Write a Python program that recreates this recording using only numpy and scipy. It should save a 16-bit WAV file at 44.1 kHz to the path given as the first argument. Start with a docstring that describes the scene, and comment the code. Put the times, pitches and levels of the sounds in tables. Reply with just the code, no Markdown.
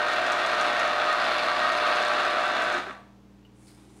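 """On a tiled kitchen floor, heard through one microphone, an electric citrus juicer reams a lemon half.
Its mains-locked motor drives loose plastic gears that chatter and whine; the shaft rasps, the rubbed
cone sings and pulp crackles. Near 2.8 s the hands lift, the base rocks and the gears run out with a
last rattle. The peel ticks and squishes, a sleeve rustles, and the refrigerator hums on as it has
throughout."""
import sys
import numpy as np
from scipy import signal
from scipy.fft import rfft, irfft, next_fast_len
from scipy.io import wavfile
from scipy.ndimage import uniform_filter1d

SR = 44100
rng = np.random.default_rng(int(sys.argv[2]) if len(sys.argv) > 2 else 0)


def master(y):
    """Save y as 16-bit WAV."""
    cut = np.clip(np.atleast_2d(y).T, -1, 1)
    pcm = np.round(cut * 32767)  # scale
    wavfile.write(sys.argv[1], SR, pcm.astype(np.int16))


N = 176400
TIME = np.arange(N) / SR


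def undb(db):
    """Decibels to gain."""
    return 10 ** (np.asarray(db) / 20)


def level(x, db):
    """Scale to an rms level."""
    return x * undb(db) / np.sqrt(np.mean(x ** 2))


def curve(rows, column=1):
    """Straight lines in time through one column of rows that begin with seconds."""
    rows = np.array(rows)
    return np.interp(TIME, rows[:, 0], rows[:, column])


def walk(rate_hz):
    """Smooth random wander with a spread near 1."""
    hold = max(int(SR / rate_hz), 1)
    steps = np.repeat(rng.standard_normal(N // hold + 1), hold)
    return 1.3 * uniform_filter1d(uniform_filter1d(steps, hold), hold)[:N]


def colour(x, points, rings=()):
    """Causal filter from (Hz, dB) points, with narrow peaks and dips on top."""
    size = next_fast_len(N + SR // 2) // 2 * 2
    f = np.arange(size // 2 + 1) * SR / size
    hz, db = np.array(points).T
    db = np.interp(np.log(f + 1), np.log(hz), db)
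    for centre, width, lift in rings:
        db = db + lift / (1 + (2 * (f - centre) / width) ** 2)
    cepstrum = irfft(db * np.log(10) / 20)
    cepstrum[1:size // 2] *= 2  # minimum phase: nothing rings before it is struck
    cepstrum[size // 2 + 1:] = 0
    return irfft(rfft(x, size) * np.exp(rfft(cepstrum)))[:N]


def clicks(times, sizes):
    """One impulse for each time."""
    return np.bincount(np.clip(times * SR, 0, N).astype(int), sizes, N + 1)[:N]


def blows(rows, scatter_s, scatter):
    """Sharp contacts from (s, dB) rows, each trailed by a short scatter of noise."""
    times, db = np.array(rows).T
    hits = clicks(times, undb(db))
    fade = np.exp(-np.arange(SR // 10) / SR / scatter_s)
    trails = signal.fftconvolve(hits, fade / np.linalg.norm(fade))[:N]
    return hits + scatter * trails * rng.standard_normal(N)


# The refrigerator, in the background. Each row: frequency in Hz, rms level in dB.
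FRIDGE_TONES = [(59.6, -61.5), (119.3, -61), (198.6, -58.5), (237, -68), (296.3, -64.5), (317, -67),
                (415, -73)]
# Room tone at the microphone. Each row: frequency in Hz, gain in dB.
AIR_SPECTRUM = [(25, -15), (50, -11), (90, -6), (160, -3), (250, -6.5), (330, -6), (450, -7), (600, -13.5),
                (850, -12), (1300, -19.5), (2000, -22), (2900, -24.5), (6000, -30), (10000, -39),
                (15000, -42)]

def fridge():
    """Steady compressor hum over the air of the kitchen."""
    hum = 0
    for hz, db in FRIDGE_TONES:
        hum += undb(db + 0.95 * walk(4.04)) * np.sin(2 * np.pi * (hz * TIME + rng.random()))
    air = level(colour(rng.standard_normal(N), AIR_SPECTRUM), db=-60)
    return np.sqrt(2) * hum + air


# Load on the gears. Each row: time in seconds, gain in dB.
GEAR_LOAD = [(0, 0.7), (.3, -0.26), (.6, 0.5), (1.15, 0), (1.3, -0.1), (1.5, -0.04), (1.9, 0.46), (2.3, 0),
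             (2.5, 0), (2.62, -1), (2.715, -1.5), (2.77, -2.6)]
STOP_S, RUNOUT_DB_PER_S = 2.781, 168

def drive(lead_s=0):
    """Strength of the gear train: follows the load, dies away once the switch opens."""
    coasting_s = np.maximum(TIME - STOP_S + lead_s, 0)
    return undb(curve(GEAR_LOAD) - RUNOUT_DB_PER_S * coasting_s)


MAINS_HZ = 59.97

def teeth(per_cycle, jitter_s, scatter_db, throb_db, limp_db, rebound, rebound_s):
    """Teeth strike either flank and rebound once; their force pulses with the motor's torque."""
    times = np.arange(int(N / SR * MAINS_HZ * per_cycle)) / (MAINS_HZ * per_cycle)
    late, size, gap, flank = rng.standard_normal((len(times), 4)).T
    mains_phase = 2 * np.pi * MAINS_HZ * times
    torque_db = throb_db * np.cos(2 * mains_phase) + limp_db * np.cos(mains_phase)
    force = np.sign(flank) * undb(scatter_db * np.minimum(size, 1) + torque_db)
    times = times + jitter_s * late
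    rebounds = clicks(times + rebound_s * np.abs(gap), rebound * force * np.sign(gap))
    return clicks(times, force) + rebounds


# Broad response of housing and bowl, down on the floor. Each row: frequency in Hz, gain in dB.
HOUSING_SPECTRUM = [(60, -53), (140, -34.5), (205, -20.5), (245, -10), (400, -10), (550, -7), (660, -2.5),
                    (900, -5.5), (1040, -2.5), (1200, 0.5), (1550, -0.5), (1750, -2), (1900, -3),
                    (2040, -9), (2400, -8.5), (2800, -8.5), (3150, -15), (3650, -9), (3920, -13),
                    (4250, -13.5), (4750, -23.5), (5000, -21), (5400, -25.5), (7000, -30), (9000, -36),
                    (11300, -46), (12200, -47), (16000, -63)]
# Narrow peaks and dips of the plastic. Each row: centre in Hz, width in Hz, lift in dB.
PLASTIC_RINGS = [(655, 26, 5), (715, 20, 2), (766, 16, 6.5), (1018, 28, 4), (1062, 30, -6), (1150, 26, 4),
                 (1245, 40, 3), (1295, 20, -4), (1330, 26, 6), (1380, 20, 2), (1437, 20, 3), (1465, 20, -4),
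                 (1505, 24, 2), (1557, 26, 3), (1862, 35, 2), (2164, 55, 4.5), (2353, 65, 4.5),
                 (2675, 45, 4), (3415, 60, 6.5), (3490, 40, -4), (4938, 85, 6)]
# High peaks and dips of the strainer. Each row: centre in Hz, width in Hz, lift in dB.
STRAINER_RINGS = [(5570, 51, 5.5), (5830, 83, 3.5), (7600, 400, -3), (9800, 220, -1.5), (10800, 350, -2),
                  (11100, 300, 3.5)]

def gears():
    """In the foreground, loose teeth chatter in the housing over the grinding of the reamer."""
    impacts = teeth(per_cycle=10, jitter_s=.00026, scatter_db=3.5, throb_db=0.5, limp_db=2.5,
                    rebound=0.46, rebound_s=.0008)
    rings = PLASTIC_RINGS + STRAINER_RINGS
    chatter = level(colour(impacts, HOUSING_SPECTRUM, rings), db=-28.04)
    grind = level(colour(rng.standard_normal(N), HOUSING_SPECTRUM, rings), db=-35.54)
    return (chatter + grind) * undb(0.57 * walk(20)) * drive()


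# Gear tones, straight to the microphone. Each row: multiple of the mains, relative level in dB.
GEAR_TONES = [(6, -49), (8, -49.5), (10, -34.6), (11, -38.8), (12, -34.4), (14, -52), (15, -49), (17, -49),
              (23, -47), (25, -45), (26, -47)]
WHINE_GAIN_DB, WHINE_WAVER_DB, WHINE_SLIP_S = -1.5, 1.5, .00005

def whine():
    """Gear tones locked to the mains waver a little and fade just before the chatter does."""
    gear_time = TIME + WHINE_SLIP_S * walk(13.9)
    tones = 0
    for multiple, db in GEAR_TONES:
        gain = undb(db + WHINE_WAVER_DB * walk(16))
        tones += gain * np.sin(2 * np.pi * (multiple * MAINS_HZ * gear_time + rng.random()))
    return np.sqrt(2) * undb(WHINE_GAIN_DB) * tones * drive(lead_s=0.05)


# The rasp of the bearing, inside the juicer. Each row: frequency in Hz, gain in dB.
RASP_SPECTRUM = [(500, -53), (1800, -6.5), (2500, 1.5), (3700, 0), (4400, 2.5), (5500, -16.5), (8000, -22),
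                 (11300, -24.5), (12200, -41), (16000, -39)]
# How hard the shaft bears on its seat. Each row: time in seconds, gain in dB.
SHAFT_THRUST = [(0, -3), (.8, 0), (2.1, 2), (2.32, -2), (2.42, -13), (2.78, -5)]
RASP_DECAY_S = 0.0026

def shaft():
    """The shaft rasps in its bearing at each torque peak, twice a mains cycle."""
    age = TIME % (1 / (2 * MAINS_HZ))
    bursts = rng.standard_normal(N) * np.exp(-age / RASP_DECAY_S)
    flicker = undb(2 * walk(120) + 2.46 * walk(8.21))
    rasp = colour(bursts * flicker, RASP_SPECTRUM, PLASTIC_RINGS + STRAINER_RINGS)
    return level(rasp, db=-42) * undb(curve(SHAFT_THRUST)) * drive()


# Resonances of the cone under the lemon. Each row: frequency in Hz, wander in Hz, relative level in dB.
CONE_NOTES = [(1152, 8, -44.2), (1248, 9, -41.2), (1530, 28, -41), (1860, 9, -44)]
# Their strength under the hands. Each row: time in seconds, then gain in dB for each note, low to high.
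CONE_PRESSURE = [(0, -13, 0, 3, 7.5), (.5, 1, 2.5, -3, -1.5), (.78, 1, 3, 0, 8), (.88, -9, 1, -2, -3),
                 (1.0, -2, 8, 3, -4), (1.13, 11, 11, 3, 5.5), (1.22, -1, -5, -5, 1), (1.45, 7, -3, -4, -5),
                 (1.68, 10.5, 10, 0, 4), (1.77, -6, 2, -5, 3), (1.86, 11, 11.5, 4, 1), (1.97, -2, 0, -3, 0),
                 (2.3, 9, -3, 5, -16), (2.58, -14, -14, 1, -20), (2.7, -4, 6, 8, -20)]

def cone():
    """The rubbed cone sings on a few unsteady notes that swell as the hands bear down."""
    notes = 0
    for column, (hz, wander_hz, db) in enumerate(CONE_NOTES, start=1):
        phase = 2 * np.pi * np.cumsum(hz + wander_hz * walk(70)) / SR
        notes += np.sin(phase) * undb(db + 2.8 * walk(60.25) + curve(CONE_PRESSURE, column))
    return notes * undb(3) * drive()


# Pulp bursting over the strainer. Each row: start in seconds, relative level in dB.
PULP_SQUIRTS = [(.085, -23), (.219, -31), (.3195, -14.5), (.347, -27), (.462, -17.5), (.6115, -15),
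                (.795, -16.5), (1.128, -19), (1.69, -22), (1.72, -20), (2.479, -23), (2.62, -21),
                (2.725, -21), (2.742, -23), (2.779, -24), (2.88, -38), (2.897, -38), (2.927, -38)]
# Its bright, wet colour. Each row: frequency in Hz, gain in dB.
PULP_SPECTRUM = [(800, -26), (2500, -11), (4800, -4.5), (6000, 7), (7000, 5.5), (8200, -0.5), (9400, -3),
                 (12200, -17.5), (16000, -20)]
SPURT_COUNT, SPURT_RANGE_DB = 300, 14

def pulp():
    """Juice cells burst: a few wet squirts in a fine, uneven crackle of soft spurts."""
    when, softness = rng.random((SPURT_COUNT, 2)).T
    spurt_rows = np.column_stack([when * N / SR, -SPURT_RANGE_DB * softness])
    spurts = blows(spurt_rows, scatter_s=0.0019, scatter=2.0)
    crackle = level(colour(spurts, PULP_SPECTRUM, STRAINER_RINGS), db=-58)
    squirts = blows(PULP_SQUIRTS, scatter_s=0.0081, scatter=2.56)
    return crackle * drive() + colour(squirts, PULP_SPECTRUM, STRAINER_RINGS) * undb(-6)


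# Thumps at floor level. Each row: start in seconds, frequency in Hz, level in dB, decay in seconds.
BASE_THUMPS = [(2.667, 130, -43, .014), (2.687, 85, -45, .012), (2.745, 357, -30, 0.042),
               (2.781, 275, -30.5, 0.012), (2.872, 385, -35, 0.017), (2.897, 265, -42.5, 0.022)]
THUMP_ATTACK_S = 0.0012

def base():
    """As the hands let go, the base rocks on the tiles with a few dull, quickly damped notes."""
    thumps = 0
    for start, hz, db, decay_s in BASE_THUMPS:
        age = np.maximum(TIME - start, 0)
        envelope = np.exp(-age / decay_s) * (1 - np.exp(-age / THUMP_ATTACK_S))
        thumps += undb(db) * np.sin(2 * np.pi * hz * age) * envelope
    return thumps


# The last rattle from the juicer. Each row: start in seconds, relative level in dB.
REAMER_KNOCKS = [(2.779, -12), (2.82, -20), (2.867, -9), (2.882, -10), (2.896, -10), (2.908, -9),
                 (2.95, -16.5)]
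# The softness of those contacts. Each row: frequency in Hz, gain in dB.
KNOCK_SPECTRUM = [(1500, 0.5), (3000, -2.5), (5000, -6), (9000, -4)]

def reamer():
    """The freed reamer knocks dully in its play as it stops, sounding the housing."""
    knocks = colour(blows(REAMER_KNOCKS, scatter_s=0.0082, scatter=1.97), KNOCK_SPECTRUM)
    return colour(knocks, HOUSING_SPECTRUM, PLASTIC_RINGS) * undb(1)


# The peel's tick, faint in the quiet kitchen. Each row: frequency in Hz, gain in dB.
TICK_SPECTRUM = [(300, -12), (3000, 2), (6000, -15), (16000, -16)]
# Its squish in the hand. Each row: frequency in Hz, gain in dB.
SQUISH_SPECTRUM = [(500, -20), (1500, -4), (4000, 0), (5000, 5), (5800, -6), (9200, -3), (12000, -10),
                   (16000, -15)]
# Peaks and a dip shared by squish and sleeve. Each row: centre in Hz, width in Hz, lift in dB.
RUSTLE_RINGS = [(2270, 250, 7), (8550, 200, 5), (8850, 201, -5), (9100, 200, 6), (10100, 200, 4)]
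TICK_S, TICK_HZ = 3.45, 2870
SQUISH_S, SQUISH_ATTACK_S, SQUISH_DECAY_S = 3.665, .012, .05

def peel():
    """The emptied peel gives a dull tick, then a short wet squish."""
    contact = blows([(TICK_S, -41.5)], scatter_s=0.011, scatter=2.8)
    tick = colour(contact, TICK_SPECTRUM, rings=[(TICK_HZ, 350, 13)])
    grains = rng.standard_normal(N) * undb(2.2 * walk(500))
    squish = level(colour(grains, SQUISH_SPECTRUM, RUSTLE_RINGS), db=-54)
    age = np.maximum(TIME - SQUISH_S, 0)
    return tick + squish * (1 - np.exp(-age / SQUISH_ATTACK_S)) * np.exp(-age / SQUISH_DECAY_S)


# The arm swinging up. Each row: time in seconds, level of the hiss in dB, level of the swish in dB.
SLEEVE_LEVELS = [(3.5, -98, -90), (3.57, -74, -76), (3.63, -66.5, -64), (3.75, -67, -64), (3.79, -68, -57),
                 (3.89, -72, -58.5), (3.93, -69, -64), (3.98, -66, -58.5)]
# The cloth's fine hiss. Each row: frequency in Hz, gain in dB.
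HISS_SPECTRUM = [(1000, -30), (5000, -7), (6800, -2), (8500, 0), (9600, -2), (10500, -4), (12000, -19),
                 (16000, -23)]
# Its coarser swish. Each row: frequency in Hz, gain in dB.
SWISH_SPECTRUM = [(150, -3), (330, 23.5), (480, 5), (900, 7), (2300, -4), (3600, -2.5), (6500, -11),
                  (11000, -15), (16000, -28)]

def sleeve():
    """Cloth slides as the arm lifts, its fibres rubbing in a hiss and a swish."""
    rustle = 0
    for column, spectrum in enumerate([HISS_SPECTRUM, SWISH_SPECTRUM], start=1):
        fibres = rng.standard_normal(N) * undb(2.5 * walk(900) + 1.4 * walk(40))
        cloth = level(colour(fibres, spectrum, RUSTLE_RINGS), db=0)
        rustle += cloth * undb(curve(SLEEVE_LEVELS, column))
    return rustle


# The kitchen around the microphone. Each row: frequency in Hz, time to fall 60 dB in seconds.
KITCHEN_T60 = [(200, 0.68), (800, 0.72), (1400, 0.46), (3000, 0.5), (7000, 0.51), (12000, 0.79)]
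ROOM_DB, ROOM_BLEND_RAD, ROOM_ONSET_S = -5, .7, 0.005

def reflections():
    """One set of reflections from tiles and cupboards, dying soonest between 1.4 and 7 kHz."""
    t = TIME[:SR]
    noise, f = rfft(rng.standard_normal(SR)), np.arange(SR // 2 + 1)
    hz, t60 = np.array(KITCHEN_T60).T
    tail = 0
    for share, t60_s in zip(np.eye(len(hz)), t60):
        band = irfft(noise * np.interp(np.log(f + 1), np.log(hz), share))
        tail += band * undb(-60 * t / t60_s)
    tail *= np.minimum(t / ROOM_ONSET_S, 1)
    return tail / np.linalg.norm(tail)


def kitchen(x):
    """Direct sound plus reverberation: two sets of reflections slowly blended for an even colour."""
    angle = ROOM_BLEND_RAD * walk(2.97)
    shares = np.cos(angle), np.sin(angle)
    room = sum(share * signal.fftconvolve(x, reflections())[:N] for share in shares)
    return x + undb(ROOM_DB) * room


def scene():
    """Juicer and handling in the kitchen, over the refrigerator, all at one microphone."""
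    direct_only = fridge() + whine() + cone() + base()
    with_room = kitchen(gears() + shaft() + pulp() + reamer() + peel() + sleeve())
    return (direct_only + with_room)[None]


TOP_HZ = 15700

def record(dry):
    """The recorder cuts the top treble steeply."""
    return signal.sosfilt(signal.ellip(10, .2, 80, TOP_HZ, fs=SR, output="sos"), dry)


dry = scene()
out = record(dry)
master(out)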